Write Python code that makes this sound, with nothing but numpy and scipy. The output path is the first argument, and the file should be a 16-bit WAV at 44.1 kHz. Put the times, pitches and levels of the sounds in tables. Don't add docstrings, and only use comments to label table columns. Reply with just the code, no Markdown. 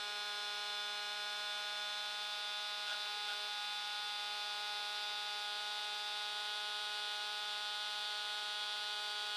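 import sys
import numpy as np
from scipy import signal
from scipy.fft import rfft, irfft
from scipy.io import wavfile
from scipy.ndimage import uniform_filter1d

SR = 44100
rng = np.random.default_rng(int(sys.argv[2]) if len(sys.argv) > 2 else 0)


def bounce(signal):
    frames = np.transpose(np.atleast_2d(signal))
    limited = np.clip(frames, -1, 1)
    pcm = np.round(limited * 32767).astype(np.int16)
    wavfile.write(sys.argv[1], SR, pcm)


N = 412776
STEP = 32


# time_s, turn_rate_hz
ROTOR_SPEED = [(0, 207.2), (.35, 207.05), (1.05, 207.2), (1.3, 207.45), (1.8, 207.35), (2, 207.75),
               (2.5, 207.75), (2.7, 207.5), (4.4, 207.65), (4.7, 207.5), (5.05, 207.9), (5.45, 207.5),
               (5.7, 208.3), (6.3, 208.15), (6.5, 208.65), (7, 208.45), (9.36, 208.5)]


def rotor_turns(t):
    hunt_rate_hz, hunt_width_hz, hunt_rms_hz = 2.6, 2, .11
    hunt = level(resonance(rng.standard_normal(N), hunt_rate_hz, hunt_width_hz), 0)
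    tremble_hz = 0.0806 * random_walk(14)
    speed_hz = over_time(ROTOR_SPEED, t) + hunt_rms_hz * hunt + tremble_hz
    knock_jitter_turns = 0.0019 * random_walk(60)
    return np.cumsum(speed_hz) / SR + knock_jitter_turns


# multiple (of the turn rate), relative_level_db
RING_PROBE_AWAY = [(1, -29), (2, -17), (3, -13), (4, -6), (5, -11), (6, -8), (7, -2), (8, -9), (9, -16),
                   (10, -17), (11, -10), (12, -9), (13, -14), (14, -10), (15, -11), (16, -10), (17, 0),
                   (18, -8), (19, -8), (20, -5), (21, -17), (22, -18), (23, -15), (24, -12), (25, -12),
                   (26, -15), (27, -21), (28, -23), (29, -22), (30, -21), (31, -28), (32, -27), (33, -26),
                   (34, -29), (35, -30), (36, -30), (37, -26), (38, -25), (39, -29), (40, -27), (41, -28),
                   (42, -32), (43, -33), (44, -31), (45, -31), (46, -29), (47, -33), (48, -34), (49, -34),
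                   (50, -34), (51, -34), (52, -34), (53, -36), (54, -38), (55, -37), (56, -39), (57, -39),
                   (58, -38), (59, -40), (60, -41)]
RING_PROBE_NEAR = [(1, -32), (2, -20), (3, -18), (4, -3), (5, -14), (6, -7), (7, -4), (8, -12), (9, -18),
                   (10, -15), (11, -14), (12, -9), (13, -9), (14, -11), (15, -10), (16, -8), (17, 0),
                   (18, -4), (19, -7), (20, -8), (21, -17), (22, -11), (23, -5), (24, -17), (25, -18),
                   (26, -15), (27, -21), (28, -21), (29, -24), (30, -25), (31, -26), (32, -29), (33, -30),
                   (34, -30), (35, -31), (36, -31), (37, -33), (38, -26), (39, -29), (40, -26), (41, -30),
                   (42, -35), (43, -32), (44, -28), (45, -27), (46, -32), (47, -31), (48, -33), (49, -31),
                   (50, -34), (51, -33), (52, -35), (53, -38), (54, -38), (55, -36), (56, -39), (57, -40),
                   (58, -35), (59, -36), (60, -37)]
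RING_AXLE_SETTLED = [(1, -31), (2, -17), (3, -15), (4, -3), (5, -11), (6, -6), (7, 0), (8, -11), (9, -17),
                     (10, -14), (11, -18), (12, -8), (13, -12), (14, -6), (15, -4), (16, -1), (17, 0),
                     (18, -2), (19, -5), (20, -6), (21, -15), (22, -6), (23, -9), (24, -17), (25, -20),
                     (26, -18), (27, -18), (28, -19), (29, -24), (30, -25), (31, -28), (32, -29), (33, -28),
                     (34, -24), (35, -24), (36, -28), (37, -28), (38, -25), (39, -25), (40, -23), (41, -24),
                     (42, -32), (43, -30), (44, -24), (45, -23), (46, -25), (47, -30), (48, -30), (49, -31),
                     (50, -34), (51, -30), (52, -32), (53, -34), (54, -35), (55, -36), (56, -38), (57, -39),
                     (58, -35), (59, -35), (60, -37)]
RING_LEVELS = [-48, -48, -49.5]


def rail_whine(turns, stage, changes_db):
    drift_db, flutter_db, sway_rad = .5, .9, .11
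    patterns = RING_PROBE_AWAY, RING_PROBE_NEAR, RING_AXLE_SETTLED
    levels_db = np.array([np.transpose(p)[1] + db for p, db in zip(patterns, RING_LEVELS)])
    multiples = np.arange(1, levels_db.shape[1] + 1)

    dispersion = 1.8 * (1 - np.exp(-multiples / 6))
    scatter = (.08 + .003 * multiples) * rng.standard_normal(len(multiples))
    late_turns = dispersion + scatter
    phases = np.array([ring_phase(p) for p in patterns]) - 2 * np.pi * np.cumsum(late_turns)

    slow = np.arange(0, N, STEP)
    slow_stage = stage[slow]
    drift, flutter = random_walk(2.516)[slow], random_walk(40)[slow]
    first_line = np.exp(2j * np.pi * turns)
    line, out = 1, np.zeros(N)
    for k in multiples:
        line = line * first_line
        shift = rng.integers(len(slow))
        waver_db = drift_db * np.roll(drift, shift) + flutter_db * np.roll(flutter, shift)
        db = np.interp(slow_stage, range(3), levels_db[:, k - 1])
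        if k in changes_db:
            db = db + changes_db[k][slow]
        db = db + waver_db * (k / 16) ** 0.52
        db = db - .1 * max(k - 46, 0)
        phase = np.interp(slow_stage, range(3), phases[:, k - 1])
        phase = phase + sway_rad * np.roll(flutter, -shift) * np.sqrt(k / 16)
        envelope = np.interp(np.arange(N), slow, undb(db) * np.exp(1j * phase))
        out += (envelope * line).real
    return out * np.sqrt(2)


def ring_phase(orders):
    log_gain = np.log(undb([orders[0][1]] + [db for _, db in orders]))
    cepstrum = irfft(log_gain)
    half = len(cepstrum) // 2
    cepstrum[1:half] *= 2
    cepstrum[half + 1:] = 0
    return rfft(cepstrum).imag[1:]


# time_s, stage (0 probe away, 1 probe near, 2 axle settled; no unit)
RING_STAGE = [(1.3, 0), (1.8, 0.031), (2.2, 0.69), (5.35, 1.1), (5.55, 1.5), (6.1, 1.1), (6.4, 1.84),
              (7, 1.9), (7.4, 1.53), (7.8, 2.05)]


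def rail_stage(t):
    return over_time(RING_STAGE, t)


# time_s, change_db
SECOND_MULTIPLE = [(0, 2.5), (.9, 1.5), (1.8, -6.5), (2.2, -6), (3.05, -5), (3.1, 1), (3.5, 2.5),
                   (3.55, -9), (4.2, -3.5), (4.3, 1), (7.4, 2), (7.85, -4), (8.1, 0.5), (8.7, -1),
                   (9.36, 3)]
# start_s, end_s
PRESSED_SPELLS = [(3.09, 3.27), (3.49, 9.36)]


def low_multiple_changes(t, stage):
    press_s = 0.015
    pressed = sum(np.interp(t, [start - press_s, start, end, end + press_s], [0, 1, 1, 0])
                  for start, end in PRESSED_SPELLS)
    third = 6 - 12 * pressed
    third = third + np.interp(t, [0, 3.7], [-7.5, 0])
    third = third + np.interp(t, [4.04, 4.3], [0, 8])
    fourth = -3 + 3.5 * pressed
    fourth = fourth + 4 * np.clip(1 - stage, 0, 1)
    return {2: over_time(SECOND_MULTIPLE, t), 3: third, 4: fourth}


# start_s, length_s, body_level_db, scratch_level_db, buzz_level_db
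PROBE_TOUCHES = [(2.87, 0.01, -54, -46, 0), (2.887, 0.058, -50, -45, 3), (3.05, 0.015, -54, -52, -3),
                 (3.284, 0.056, -54, -48, 2)]
# pitch_hz, width_hz, relative_level_db
BODY_MODES = [(466, 160, -24), (640, 70, -10), (810, 76, -7.5), (1414, 49, -5), (1620, 96, -5.5)]
# pitch_hz, width_hz, relative_level_db
TIP_MODES = [(3270, 1300, 4), (4280, 2300, -7)]


def probe_chatter(t, rail):
    taps_per_s, spread_db = 1100, 3
    struck = rng.random(N) < taps_per_s / SR
    strength = undb(spread_db * rng.standard_normal(N))
    taps = struck * strength * rng.choice([-1, 1], N)
    body, tip = ring_modes(taps, BODY_MODES), ring_modes(taps, TIP_MODES)
    buzz = resonance(rail, 1430, 250)
    out = np.zeros(N)
    for start, length, body_db, tip_db, buzz_db in PROBE_TOUCHES:
        end = start + length
        contact = np.interp(t, [start - .003, start, end, end + 0.0072], [0, 1, 1, 0])
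        first_slip = np.exp(-np.clip(t - start, 0, 1) / 0.1)
        scratch = undb(tip_db) * tip * first_slip
        out += contact * (undb(body_db) * body + scratch + undb(buzz_db) * buzz)
    return out


def ring_modes(x, modes):
    return level(sum(level(resonance(x, hz, width), db) for hz, width, db in modes), 0)


# frequency_hz, relative_density_db (per Hz)
HISS_COLOUR = [(30, -40), (90, -38), (160, -27.5), (300, -20.5), (550, -10.5), (1000, -8), (1900, -5.5),
               (3000, -2), (4000, 1), (5200, -7.5), (7300, -19.5), (9200, -17), (12000, -24.5),
               (15600, -31)]
# pitch_hz, width_hz, depth_db
HISS_VALLEYS = [(1567, 44, -6.5), (2290, 100, -3.5), (2444, 33, -4), (3450, 29, -1.5), (3610, 60, -6),
                (3854, 140, -8.5), (5060, 68, -4)]
# frequency_hz, level_db
UNSHARED_HISS = [(30, -10), (250, -12), (800, -18), (3000, -17), (8000, -8.5), (11000, -16.5), (15000, -42)]


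def bearing_hiss(turns):
    mean_db, swell_depth, treble_corner_hz = -50, .22, 2000
    ripple_db, ripple_width_hz = 1.7, 45
    bins_hz = np.arange(N // 2 + 1) * SR / N
    valleys_db = sum(db * np.exp(-2 * ((bins_hz - hz) / width) ** 2) for hz, width, db in HISS_VALLEYS)
    size = int(ripple_width_hz * N / SR)
    ripple = uniform_filter1d(uniform_filter1d(rng.standard_normal(len(bins_hz)), size), size)
    colour = undb(over_hz(HISS_COLOUR) + valleys_db + ripple_db * level(ripple, 0))

    treble = 1 / (1 + (treble_corner_hz / (bins_hz + 1)) ** 4)
    swell = 1 + swell_depth * np.cos(2 * np.pi * (turns - .85))
    white, other_white = rng.standard_normal((2, N))
    steady_part = rfft(white) * (1 - treble)
    swelling_part = rfft(white * swell) * treble
    shared = irfft(colour * (steady_part + swelling_part), N)
    unshared = irfft(colour * undb(over_hz(UNSHARED_HISS)) * rfft(other_white), N)
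    gain = undb(mean_db + 0.17 * random_walk(3.1)) / np.sqrt(np.mean(shared ** 2))
    return shared * gain, unshared * gain


def mains_hum(t):
    return undb(-102.5) * np.sin(2 * np.pi * 100 * t)


# frequency_hz, left_minus_right_db
PORT_BALANCE = [(200, -.2), (620, -.7), (800, 0), (1500, .2), (2300, -.1), (3300, -1.4), (4200, -.1),
                (5200, .4), (6300, 1.4), (7500, .4), (8300, 1.3), (11000, 0)]
# frequency_hz, left_lead_rad
PORT_LEAD = [(200, .14), (500, 0.045), (1500, 0.0086), (2500, 0.19), (3500, 0.16), (4500, 0.12),
             (5500, .048), (6800, 0.021), (15000, 0)]


def two_ports(bench, unshared):
    port = undb(over_hz(PORT_BALANCE) / 2) * np.exp(.5j * over_hz(PORT_LEAD))
    spectrum = rfft(bench)
    left = irfft(spectrum * port, N) + unshared
    right = irfft(spectrum / port, N) - unshared
    return np.array([left, right])


def resonance(x, hz, width):
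    b, a = signal.iirpeak(hz, hz / width, fs=SR)
    return signal.lfilter(b, a, signal.lfilter(b, a, x))


def random_walk(rate):
    hold = int(SR / rate)
    steps = np.repeat(rng.standard_normal(N // hold + 1), hold)
    return np.sqrt(2) * uniform_filter1d(uniform_filter1d(steps, hold), hold)[:N]


def over_time(table, t):
    return np.interp(t, *np.transpose(table))


def over_hz(table):
    hz, value = np.transpose(table)
    return np.interp(np.log(np.arange(N // 2 + 1) * SR / N + 1), np.log(hz), value)


def undb(db):
    return 10 ** (np.asarray(db) / 20)


def level(x, db):
    return x * undb(db) / np.sqrt(np.mean(x ** 2))


def scene():
    t = np.arange(N) / SR
    turns = rotor_turns(t)
    stage = rail_stage(t)
    rail = rail_whine(turns, stage, low_multiple_changes(t, stage))
    shared, unshared = bearing_hiss(turns)
    bench = rail + probe_chatter(t, rail) + shared + mains_hum(t)
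    return two_ports(bench, unshared)


def record(dry):
    return signal.sosfilt(signal.ellip(10, .2, 60, 15560, fs=SR, output="sos"), dry)


dry = scene()
out = record(dry)
bounce(out)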